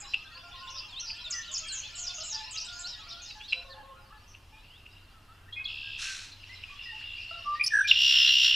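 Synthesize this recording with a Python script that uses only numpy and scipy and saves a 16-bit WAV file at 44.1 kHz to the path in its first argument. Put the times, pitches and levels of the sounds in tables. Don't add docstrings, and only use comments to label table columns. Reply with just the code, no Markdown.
import sys
import numpy as np
from scipy import signal
from scipy.fft import rfft, irfft, next_fast_len
from scipy.io import wavfile
from scipy.ndimage import map_coordinates

SR = 44100
rng = np.random.default_rng(int(sys.argv[2]) if len(sys.argv) > 2 else 0)


def inscribe(sig):
    pcm = np.round(np.clip(np.atleast_2d(sig).T, -1, 1) * 32767)
    wavfile.write(sys.argv[1], SR, pcm.astype(np.int16))


N = 377055
TIME = np.arange(N) / SR

# start in seconds, length in seconds, first and last rate in syllables per second, level in dB.
TRILL_EVENTS = [(7.8704, .685, 66.25, 61.2, -21.5), (5.6755, 0.44, 72.2, 64, -41.5),
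                (6.7813, .8, 66, 60, -43.5), (4.63, 0.5, 53, 52, -60)]
# frequency in Hz, relative level in dB.
DISTANT_RASP_COLOUR = [(1000, -45), (2200, -36), (2700, 3), (3300, 6.5), (3900, -5), (4500, -8), (5200, -4),
                       (6000, -34), (7000, -24.5), (10000, -56)]


def undb(db):
    return 10 ** (np.asarray(db) / 20)


def unit(x):
    return x / np.sqrt(np.mean(x ** 2) + 1e-20)


def add(track, s, sound):
    i = max(int(s * SR), 0)
    track[i:i + len(sound)] += sound[:max(len(track) - i, 0)]


def colour(x, points):
    hz, db = np.transpose(points)
    size = next_fast_len(len(x))
    f = np.maximum(np.arange(size // 2 + 1) * SR / size, 1)
    gain = undb(np.interp(np.log(f), np.log(hz), db))
    gain = gain * np.minimum(f / hz[0], 1) ** 2 * np.minimum(hz[-1] / f, 1) ** 2
    return unit(irfft(rfft(x, size) * gain, size)[:len(x)])


def walk(rate, size=N):
    at = np.arange(size) * rate / SR
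    return map_coordinates(rng.standard_normal(int(at[-1]) + 3), [at], order=2, mode="nearest")


def progress(length):
    return np.linspace(0, 1, max(int(length * SR), 16))


def swell(u, edge):
    return unit(np.sin(np.pi / 2 * np.clip(np.minimum(u, 1 - u) / edge, 0, 1)) ** 2)


def turn(hz):
    return 2 * np.pi * np.cumsum(hz) / SR


def glide(s, length, hz, share, db):
    return s, length, hz * (1 - share / 2), hz, hz * (1 + share / 2), db


def whistles(table, waver, edge, octave_db):
    out = np.zeros(N)
    for s, length, start, middle, end, db in table:
        u = progress(length)
        hz = np.polyval(np.polyfit([0, .5, 1], [start, middle, end], 2), u)
        phase = turn(hz * (1 + waver * walk(249, size=len(u))))
        tone = np.sin(phase) + undb(octave_db) * np.sin(2 * phase)
        add(out, s, undb(db) * swell(u, edge) * unit(tone))
    return out


def air(air_db=-56, hum_db=-64):
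    # frequency in Hz, relative level in dB.
    air_colour = [(15, 0), (30, -3), (60, -8), (100, -9.5), (160, -20.5), (300, -22.5), (500, -28.5),
                  (1000, -25), (2500, -36), (6000, -40), (10000, -41.5), (14500, -44.5)]
    hum_hz = 95.3
    hum = unit(np.sin(turn(hum_hz * (1 + 0.0253 * walk(10))))) * undb(2 * walk(4.0))
    growth = np.interp(TIME, [3.5, 6], [.5, 1.2])
    return undb(air_db) * colour(rng.standard_normal(N), air_colour) + undb(hum_db) * hum * growth


def flock(count, low_hz, high_hz, length, bend, rough):
    when, pitch, long = rng.random((count, 3)).T
    curve = np.exp(bend * rng.standard_normal((count, 3)))
    hz = (low_hz * (high_hz / low_hz) ** pitch)[:, None] * curve
    starts = (np.arange(count) + when) / count * N / SR
    table = np.column_stack([starts, length * (.5 + long), hz, 3 * rng.standard_normal(count)])
    return unit(whistles(table, waver=rough, edge=0.36, octave_db=-18.5))


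def chorus(low_db=0, trills_db=-1, twitter_db=-1, blur_db=-10, recede_s=3.7, recede_db=-10, flicker_db=2):
    # time in seconds, low voices in dB, blackbird trills in dB, twitter in dB.
    group_levels = [(0.0, -46.5, -49, -49), (0.14, -59, -57.5, -53), (1.65, -56, -45.5, -47.5),
                    (2.38, -61, -48.5, -45.5), (2.95, -59, -54.5, -47.5), (3.47, -64, -57.5, -52.5),
                    (3.82, -56, -63, -67), (4.52, -77, -64.5, -64), (5.45, -65, -65.5, -67.5),
                    (6.38, -69.5, -59.5, -54.5), (6.622, -70, -53.5, -53.5), (6.76, -73, -54, -52)]
    # frequency in Hz, relative level in dB.
    low_colour = [(400, -14.5), (600, -11.5), (1300, 1), (1800, 1.5), (2600, -22)]
    trill_colour = [(1800, -14), (2400, -10), (2780, -1), (3100, -7), (3500, -12.5), (4200, -30)]
    twitter_colour = [(2800, 6.5), (3600, 2.5), (4300, 2), (5300, 2), (6200, -12.5), (8000, -14.5),
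                      (11000, -27.5)]
    s, *levels = np.transpose(group_levels)
    low = flock(count=300, low_hz=561.0, high_hz=2083.0, length=0.071, bend=0.0261, rough=0.015)
    trills = flock(count=700, low_hz=2315, high_hz=3563, length=0.035, bend=0.0397, rough=0.0269)
    trills = trills * (1 + 0.43 * np.sin(turn(64 + 5 * walk(2.6))))
    twitter = flock(count=750, low_hz=3313, high_hz=7610, length=0.043, bend=0.0394, rough=0.0362)
    groups = zip((low, trills, twitter), levels, (low_colour, trill_colour, twitter_colour),
                 (low_db, trills_db, twitter_db))
    clear = undb(recede_db * np.clip((TIME - recede_s) / .5, 0, 1))
    blur = undb(blur_db)
    out = 0
    for voices, db, shape, trim in groups:
        murmur = clear * colour(voices, shape) + blur * colour(rng.standard_normal(N), shape)
        murmur = murmur / np.hypot(clear, blur)
        out = out + murmur * undb(np.interp(TIME, s, db) + trim + flicker_db * walk(25))
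    return out


def rasps(buzz_hz=290, spread=.115, sweep=0.39, chaos=0.306, throb=0.49, edge=0.14, sag=0.0595, grain=0.32):
    # start in seconds, length in seconds, pitch in Hz, level in dB ahead of the scene's trim.
    rasp_notes = [(0, 0.029, 7270, -47), (0.075, 0.057, 5070, -53.5), (.697, 0.044, 5780, -51),
                  (0.742, 0.03, 5380, -47.5), (0.771, 0.041, 5030, -43), (.997, .025, 5860, -41),
                  (1.022, .046, 5630, -45.5), (1.066, 0.065, 4900, -41), (1.302, 0.0084, 7400, -44),
                  (1.308, .013, 6840, -35.5), (1.32, .027, 5160, -37), (1.513, 0.027, 7000, -45.5),
                  (1.538, 0.01, 6800, -35), (1.543, .035, 5310, -36.5), (1.575, 0.023, 6700, -37.5),
                  (1.717, 0.052, 7020, -40.5), (1.765, 0.045, 6380, -41.5), (1.951, 0.04, 7250, -46.5),
                  (1.984, 0.052, 6860, -41.5), (2.034, 0.031, 5920, -43.5), (2.065, 0.025, 5090, -37.5),
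                  (2.136, 0.081, 6430, -45.5), (2.205, 0.024, 5200, -42.5), (2.231, 0.07, 7200, -44.5),
                  (2.295, 0.03, 6470, -41), (2.321, 0.024, 5560, -40), (2.343, 0.0258, 5010, -37),
                  (2.508, 0.026, 7420, -47.5), (2.528, 0.039, 6530, -45), (2.572, .025, 4920, -38.5),
                  (2.597, 0.0395, 5520, -41.5), (2.645, .029, 7750, -52.5), (2.72, 0.081, 6600, -55),
                  (2.79, 0.041, 7220, -45), (2.862, .062, 5250, -44.5), (3.087, 0.052, 5270, -49),
                  (3.215, 0.042, 6410, -50), (3.255, 0.057, 5210, -52.5), (3.48, 0.083, 4970, -54),
                  (3.695, 0.0405, 4400, -54.5), (4.272, .075, 5860, -63.5), (5.525, .022, 3900, -57),
                  (5.641, 0.033, 4150, -48), (6.317, 0.024, 4090, -51), (7.047, 0.1, 3470, -55),
                  (7.202, 0.049, 4950, -57), (7.885, 0.029, 3690, -28), (8.26, 0.043, 3930, -34)]
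    out = np.zeros(N)
    for s, length, centre, db in rasp_notes:
        u = progress(length)
        width = spread * centre
        wander = 0.214 * rng.standard_normal() + 0.249 * walk(200, size=len(u))
        shake = turn(buzz_hz * np.exp(wander))
        shift = sweep * np.sin(shake) + chaos * walk(width, size=len(u))
        hz = centre * (1 - sag * (u - .5)) + width * shift
        strength = 1 + throb * np.cos(shake) + grain * walk(width, size=len(u))
        add(out, s, undb(db) * unit(strength * np.sin(turn(hz))) * swell(u, edge))
    return out


def neighbour_whistles():
    # start in seconds, length in seconds, pitch in Hz, glide as a share of the pitch, level in dB.
    whistle_notes = [(0.033, 0.11, 4020, 0.014, -56.5), (1.332, 0.086, 1878, -0.14, -46),
                     (1.338, 0.068, 6030, -0.013, -41.5), (1.621, 0.17, 3225, -0.022, -50.5),
                     (1.667, 0.08, 8130, -0.028, -51.5), (1.832, 0.037, 3410, 0.11, -46),
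                     (2.986, 0.082, 1277, -0.069, -58.5), (3.165, 0.053, 1417, 0.055, -55),
                     (3.511, 0.098, 3974, 0.0074, -45), (4.101, 0.034, 1240, 0.23, -55),
                     (4.524, 0.076, 2455, 0.047, -61.5), (5.133, 0.072, 1308, -0.099, -65),
                     (5.283, .055, 1313, 0.12, -59.5), (5.827, 0.088, 1622, 0.0093, -60),
                     (6.051, 0.096, 1560, -0.02, -49.5), (6.49, 0.06, 2062, 0.087, -51),
                     (6.68, 0.04, 2467, 0.00016, -50.5), (6.854, 0.071, 1885, -0.07, -47.5),
                     (7.01, .02, 2050, 0.61, -53), (7.173, 0.041, 2473, 0.076, -49),
                     (7.549, 0.063, 1900, 0.089, -47.5)]
    return whistles([glide(*row) for row in whistle_notes], waver=0.0077, edge=0.12, octave_db=-37.0)


def burst(length, hz, drop, rough, scrape_db, edge):
    u = progress(length)
    jitter = walk(1556, size=len(u))
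    fall = drop * (np.exp(-3 * u) - .35)
    tone = np.sin(turn(hz * (1 + fall + rough * (jitter - jitter.mean()))))
    scrape = colour(rng.standard_normal(len(u)), [(1400, -10), (2900, 2.0), (5500, -12.0), (12000, -37.5)])
    return swell(u, edge) * (unit(tone) + undb(scrape_db) * scrape)


def checks(lead_s=.005, lead_length=0.0047, lead_pitch=0.97, lead_db=-6.0):
    # time in seconds, level in dB.
    check_calls = [(.141, -22.5), (.374, -46.5), (1.101, -38.5), (2.561, -38.5), (3.307, -42.5),
                   (3.41, -42), (3.528, -22), (4.347, -48), (4.861, -46.5), (6.437, -45), (6.636, -39)]
    main_hz, main_length = 2759, 0.0075
    parts = ((lead_s, lead_length, main_hz * lead_pitch, lead_db), (0, main_length, main_hz, 0))
    out = np.zeros(N)
    for s, db in check_calls:
        for early, length, hz, trim in parts:
            sound = burst(length, hz, drop=0.18, rough=0.048, scrape_db=-15.5, edge=0.3)
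            add(out, s - early, undb(db + trim) * sound)
    return out


def low_notes(waver=0.013, flutter_db=2.5):
    # start in seconds, length in seconds, pitch in Hz,
    # fundamental in dB, octave in dB, both ahead of the scene's trim.
    hollow_notes = [(0.311, 0.077, 683, -81, -60.5), (0.351, 0.04, 521, -71, -59.5),
                    (0.425, 0.13, 692, -66, -60), (0.529, 0.23, 528.3, -80, -54.5),
                    (1.969, 0.29, 711, -68, -65), (2.178, 0.057, 642, -61.5, -60),
                    (2.317, .14, 869.3, -58, -60), (2.662, 0.233, 708.6, -69, -57),
                    (3.059, 0.13, 687.5, -70.5, -62), (3.35, 0.085, 851, -63.5, -66.5),
                    (3.53, 0.082, 520, -66.5, -73), (3.559, 0.097, 693, -65.5, -73),
                    (3.641, 0.15, 544.4, -62.5, -65.5), (3.74, 0.079, 853, -62.5, -65),
                    (3.826, 0.113, 543, -62, -59), (4.52, 0.074, 869, -68.5, -74),
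                    (4.121, 0.062, 860.5, -67, -62.5), (6.696, 0.054, 560.4, -89, -58),
                    (6.918, 0.058, 874, -62, -79), (7.309, 0.054, 672, -57.5, -51),
                    (7.385, 0.18, 549, -68.5, -65)]
    out = np.zeros(N)
    for s, length, hz, first_db, octave_db in hollow_notes:
        u = progress(length)
        phase = turn(hz * (1 + waver * walk(61.2, size=len(u))))
        tone = undb(first_db) * np.sin(phase) + undb(octave_db) * np.sin(2 * phase)
        flutter = undb(flutter_db * walk(58.0, size=len(u)))
        add(out, s, np.sqrt(2) * tone * swell(u, 0.075) * flutter)
    return out


def slurs(table, shape):
    rows = [(s, length, *(hz * np.array(shape)), db) for s, length, hz, db in table]
    return whistles(rows, waver=0.0095, edge=0.24, octave_db=-31)


def twittering_neighbour():
    # start in seconds, length in seconds, middle pitch in Hz, level in dB.
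    upward = [(.667, 0.036, 3820, -49), (.742, 0.063, 3870, -51), (.955, 0.058, 3920, -41.5),
              (1.135, 0.047, 3740, -59), (2.465, 0.041, 4150, -50), (2.558, 0.032, 4100, -43),
              (2.682, .028, 3600, -45.5), (2.835, 0.05, 4430, -40.5), (2.985, 0.072, 3650, -53.5),
              (3.09, 0.056, 3900, -53), (3.39, 0.095, 3570, -51.5), (4.68, .11, 3220, -59)]
    downward = [(.88, 0.034, 3870, -55), (.917, 0.044, 3340, -48), (1.235, 0.056, 3740, -41.5),
                (1.47, 0.052, 3730, -47.5), (1.68, 0.052, 4280, -40.5), (2.075, 0.054, 4400, -47),
                (2.39, 0.04, 3800, -53), (2.65, 0.079, 3680, -50), (2.912, 0.052, 3810, -46.5),
                (3.1, .04, 3750, -47.5), (3.273, 0.066, 4010, -49), (3.476, 0.052, 4170, -45),
                (3.718, .03, 3760, -52.5)]
    return slurs(upward, (.88, 0.98, 1.2)) + slurs(downward, (1.13, 0.99, 0.935))


def trill(event, rasp_colour, late, rise_db, rise_s, fade_db, fade_s, length, high_hz, low_hz, tone_db,
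          harsh_db, alike, pulsing, tone_from_s, rattle, rattle_hz=345, scatter_db=1.0, scatter_pitch=0.0082,
          scatter_s=.0003, attack_s=0.0068):
    s, span, first_rate, last_rate, db = event
    t = np.arange(int(span * SR)) / SR
    rate = first_rate + (last_rate - first_rate) * (t / span) ** late
    cycle = np.cumsum(rate) / SR
    level = db - rise_db * np.exp(-t / rise_s) - fade_db * np.clip(1 - (span - t) / fade_s, 0, 1)
    u = progress(length)
    rattling = 1 - rattle * (1 - u) * np.cos(2 * np.pi * rattle_hz * length * u)
    syllable = swell(u ** 1.32, 0.38) * rattling
    beat = np.arange(int(SR / rate.mean())) / SR
    pattern = rng.standard_normal(len(beat)) * (1 + 0.62 * np.sin(2 * np.pi * rattle_hz * beat))
    tone, rasp = np.zeros(len(t)), np.zeros(len(t))
    for centre in np.interp(np.arange(cycle[-1]), cycle, t):
        centre = centre + scatter_s * rng.standard_normal()
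        hz = low_hz + (high_hz - low_hz) * (1 - u) ** 2.88
        hz = hz * (1 + scatter_pitch * rng.standard_normal())
        voice = np.sin(turn(hz * (1 + 0.011 * walk(710, size=len(u)))))
        add(tone, centre - length / 2, voice * syllable * undb(scatter_db * rng.standard_normal()))
        add(rasp, centre, pattern)
    alike = np.clip(alike, 0, 1)
    rasp = np.sqrt(alike) * rasp + np.sqrt(1 - alike) * rng.standard_normal(len(t))
    rasp = colour(rasp * (1 + pulsing * np.cos(2 * np.pi * cycle + 1.02)), rasp_colour)
    tone_entry = np.clip((t - tone_from_s) / attack_s, 0, 1)
    song = undb(tone_db) * unit(tone) * tone_entry + undb(harsh_db) * rasp
    out = np.zeros(N)
    add(out, s, song * undb(level) * np.clip(np.minimum(t, span - t) / attack_s, 0, 1))
    return out


def far_trills():
    out = np.zeros(N)
    for event in TRILL_EVENTS[2:]:
        out += trill(event, DISTANT_RASP_COLOUR, late=0.99, rise_db=3.5, rise_s=0.36, fade_db=15.5,
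                     fade_s=0.24, length=0.02, high_hz=3156, low_hz=2724, tone_db=1.5, harsh_db=-21.5,
                     alike=0.2, pulsing=0.17, tone_from_s=0.0063, rattle=.1)
    return out


def rival_opening():
    # start in seconds, length in seconds, pitch in Hz, glide as a share of the pitch, level in dB.
    rival_notes = [(5.479, 0.023, 1846, 0.16, -57), (5.521, 0.03, 3330, 0.045, -42.5),
                   (5.552, 0.073, 2517, 0.049, -39), (5.553, 0.065, 2166, 0.052, -48),
                   (5.652, 0.015, 3364, .01, -32.5)]
    return whistles([glide(*row) for row in rival_notes], waver=0.01, edge=0.37, octave_db=-35)


def rival_trill():
    return trill(TRILL_EVENTS[1], DISTANT_RASP_COLOUR, late=0.93, rise_db=-1, rise_s=0.027, fade_db=3.0,
                 fade_s=0.089, length=0.011, high_hz=3080, low_hz=2630, tone_db=-1.5, harsh_db=-3.5,
                 alike=0.45, pulsing=0.22, tone_from_s=0.0038, rattle=0.15)


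def hiss(grain=0.28):
    # frequency in Hz, relative level in dB.
    hiss_spectrum = [(530, -65), (900, -31), (1510, -6.5), (2080, -10.5), (2650, -2), (2970, -11.5),
                     (4290, -3), (4700, -13), (5340, -4), (7030, -10.5), (11000, -25.5), (14000, -47)]
    start_s, length_s, peak_db = 5.975, 0.39, -38
    attack_s, hold_s, fade_db_per_s, release_s = 0.04, 0.069, 43, 0.15
    t = TIME - start_s
    attack = np.clip(t / attack_s, 0, 1)
    fade = undb(peak_db - fade_db_per_s * np.maximum(t - hold_s, 0))
    release = np.clip((length_s - t) / release_s, 0, 1)
    noise = rng.standard_normal(N) * (1 + grain * walk(500))
    return colour(noise, hiss_spectrum) * attack * fade * release


def lead_in(rise=0.014, lateness=1.62, edge=0.23):
    # start in seconds, length in seconds, pitch in Hz, level in dB.
    lead_note = [(7.434, 0.13, 1176, -31)]
    s, length, hz, db = lead_note[0]
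    u = progress(length)
    tone = np.sin(turn(hz * (1 + rise * (u - .5))))
    out = np.zeros(N)
    add(out, s, undb(db) * unit(tone) * swell(u ** lateness, edge))
    return out


def opening_notes():
    # start in seconds, length in seconds, pitch in Hz, level in dB.
    liquid_notes = [(7.595, .014, 2380, -32), (7.609, 0.0083, 2372, -21.5), (7.614, 0.019, 2503, -31.5),
                    (7.625, 0.053, 9850, -45.5), (7.704, .02, 1800, -41.5), (7.719, .016, 1735, -30),
                    (7.838, 0.046, 2408, -34.5)]
    rows = [glide(s, length, hz, 0.032, db) for s, length, hz, db in liquid_notes]
    return whistles(rows, waver=0.014, edge=0.31, octave_db=-29.5)


def buzz(flutter_hz=640, throb_hz=270, throb=.55, scrape_db=-22):
    # start in seconds, length in seconds, pitch in Hz, shake as a share of the pitch,
    # level in dB ahead of the throb.
    buzz_notes = [(7.638, .015, 4960, 0.017, -28.5), (7.66, .024, 5310, .07, -27)]
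    out = np.zeros(N)
    for s, length, hz, depth, db in buzz_notes:
        u = progress(length)
        shake = np.sin(turn(flutter_hz * (1 + 0.1 * walk(340, size=len(u)))))
        tone = np.sin(turn(hz * (1 + depth * shake + .011 * walk(900, size=len(u)))))
        scrape = colour(rng.standard_normal(len(u)), [(4500, -19), (6500, -4), (10000, -4), (13500, -15)])
        beat = np.sin(turn(throb_hz * (1 + 0.36 * walk(throb_hz, size=len(u)))))
        note = (unit(tone) + undb(scrape_db) * scrape) * swell(u, .17)
        add(out, s, undb(db) * note * (1 + throb * beat))
    return out


def stutter(count=5, rise=0.082, sag_curve=1.78, steady_lead_s=.035, steady_s=0.172, steady_db=-5):
    # frequency in Hz, level in dB against the note.
    high_partials = [(5830, -23.5), (8600, -33)]
    start_s, gap_s, slowing_s, note_s = 7.7335, .0158, .0015, 0.016
    first_hz, sag_hz, note_db = 1693, 11.4, -22.5
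    k = np.arange(count)
    times = start_s + k * gap_s + k * (k - 1) / 2 * slowing_s
    pitches = first_hz - sag_hz * k ** sag_curve
    notes = [glide(s, note_s, hz, rise, note_db) for s, hz in zip(times, pitches)]
    partials = [glide(s, note_s, hz, -rise / 4, note_db + db) for s in times for hz, db in high_partials]
    partials += [glide(start_s - steady_lead_s, steady_s, hz, 0, note_db + db + steady_db)
                 for hz, db in high_partials]
    run = whistles(notes, waver=0.0028, edge=0.26, octave_db=-47)
    return run + whistles(partials, waver=0.019, edge=0.16, octave_db=-32)


def snap():
    # start in seconds, length in seconds, pitch in Hz, level in dB.
    snap_note = [(7.9108, 0.0082, 2896, -11.5)]
    s, length, hz, db = snap_note[0]
    out = np.zeros(N)
    add(out, s, undb(db) * burst(length, hz, drop=0.3, rough=0.022, scrape_db=-22.5, edge=0.3))
    return out


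def close_trill(surge_s=8.45, surge_width_s=0.022, surge_db=3):
    # frequency in Hz, relative level in dB.
    near_rasp_colour = [(700, -55), (1700, -17.5), (2350, -18.5), (2750, -4), (3170, 3), (4550, -12.5),
                        (5400, -2.5), (5870, -8), (6150, -50), (6900, -20.5), (8200, -33), (8700, -64),
                        (10000, -28), (12300, -54.5), (13100, -24.5), (13800, -51.5)]
    # time in seconds, gain in dB.
    treble_gain = [(7.875, 7), (7.905, 1.5), (7.955, -6), (8.02, 2), (8.12, 2.5), (8.16, -0.5), (8.39, 0),
                   (8.45, 2.5), (8.495, 2.5), (8.52, -3.5)]
    lows_gain = [(8.09, -1), (8.13, 4), (8.25, 1.5), (8.285, 8), (8.33, -3.5), (8.43, -1.5), (8.47, 4),
                 (8.53, 1)]
    treble_hz, lows_hz = 4540, 2200
    song = trill(TRILL_EVENTS[0], near_rasp_colour, late=3.2, rise_db=10.0, rise_s=0.18, fade_db=4.0,
                 fade_s=0.37, length=.0128, high_hz=3287, low_hz=2767, tone_db=0.5, harsh_db=-1.46,
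                 alike=0.62, pulsing=0.25, tone_from_s=0.077, rattle=0.2)
    treble = signal.sosfiltfilt(signal.butter(4, treble_hz, "high", fs=SR, output="sos"), song)
    song = song + treble * (undb(np.interp(TIME, *np.transpose(treble_gain))) - 1)
    lows = signal.sosfiltfilt(signal.butter(8, lows_hz, fs=SR, output="sos"), song)
    song = song + lows * (undb(np.interp(TIME, *np.transpose(lows_gain))) - 1)
    return song * undb(surge_db * np.exp(-((TIME - surge_s) / surge_width_s) ** 2))


def second_voice(start_s=8.15, length=0.11, start_hz=5450, fall=0.077, level_db=-30):
    u = progress(length)
    tone = np.sin(turn(start_hz * (1 - fall * u + 0.014 * walk(900, size=len(u)))))
    out = np.zeros(N)
    add(out, start_s, undb(level_db) * unit(tone) * swell(u, 0.19))
    return out


def close_bird():
    notes = lead_in() + opening_notes() + buzz() + stutter() + snap()
    return notes + close_trill() + second_voice()


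def far_echo(x, delay_s=0.0925, smear_s=.008, echo_db=-10):
    t = np.arange(SR // 4) / SR
    scatter = colour(rng.standard_normal(len(t)), [(1100, -9), (1700, 2.5), (3500, -17)])
    scatter = scatter * np.exp(-.5 * ((t - delay_s) / smear_s) ** 2)
    strongest = np.abs(rfft(scatter)).max()
    return undb(echo_db) * signal.fftconvolve(x, scatter / strongest)[:N]


def marsh(x, wet_db, t60, side_db):
    t = np.arange(SR // 2) / SR
    out = np.array([x, x])
    for ears, db in (([1, 1], wet_db), ([1, -1], wet_db + side_db)):
        tail = colour(rng.standard_normal(len(t)), [(200, 0), (3000, 0), (7000, -4), (14000, -10)])
        tail = tail * undb(-60 * t / t60) * (t > .004)
        echo = signal.fftconvolve(x, tail / np.linalg.norm(tail))[:N]
        out = out + np.outer(ears, undb(db) * echo)
    return out


def stereo_width():
    points = [(30, -17.0), (250, -6.0), (1000, -8.5), (8000, -30.0)]
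    return np.outer([1, -1], undb(-76.5) * colour(rng.standard_normal(N), points))


def scene():
    close = close_bird() + checks()
    close = close + far_echo(close)
    rivals = rival_trill() + far_trills()
    neighbours = neighbour_whistles() + undb(1.94) * rasps() + hiss() + rival_opening()
    far = undb(3.5) * low_notes() + undb(-2.0) * chorus()
    birds = marsh(close + rivals + twittering_neighbour(), wet_db=-15.0, t60=0.27, side_db=-25.0)
    birds = birds + marsh(neighbours, wet_db=-7.5, t60=0.37, side_db=-18.0)
    birds = birds + marsh(far, wet_db=-8.0, t60=0.54, side_db=-3.5)
    return birds + air() + stereo_width()


def record(dry):
    top_hz = 14800
    return signal.sosfilt(signal.ellip(10, .1, 80, top_hz, fs=SR, output="sos"), dry)


dry = scene()
out = record(dry)
inscribe(out)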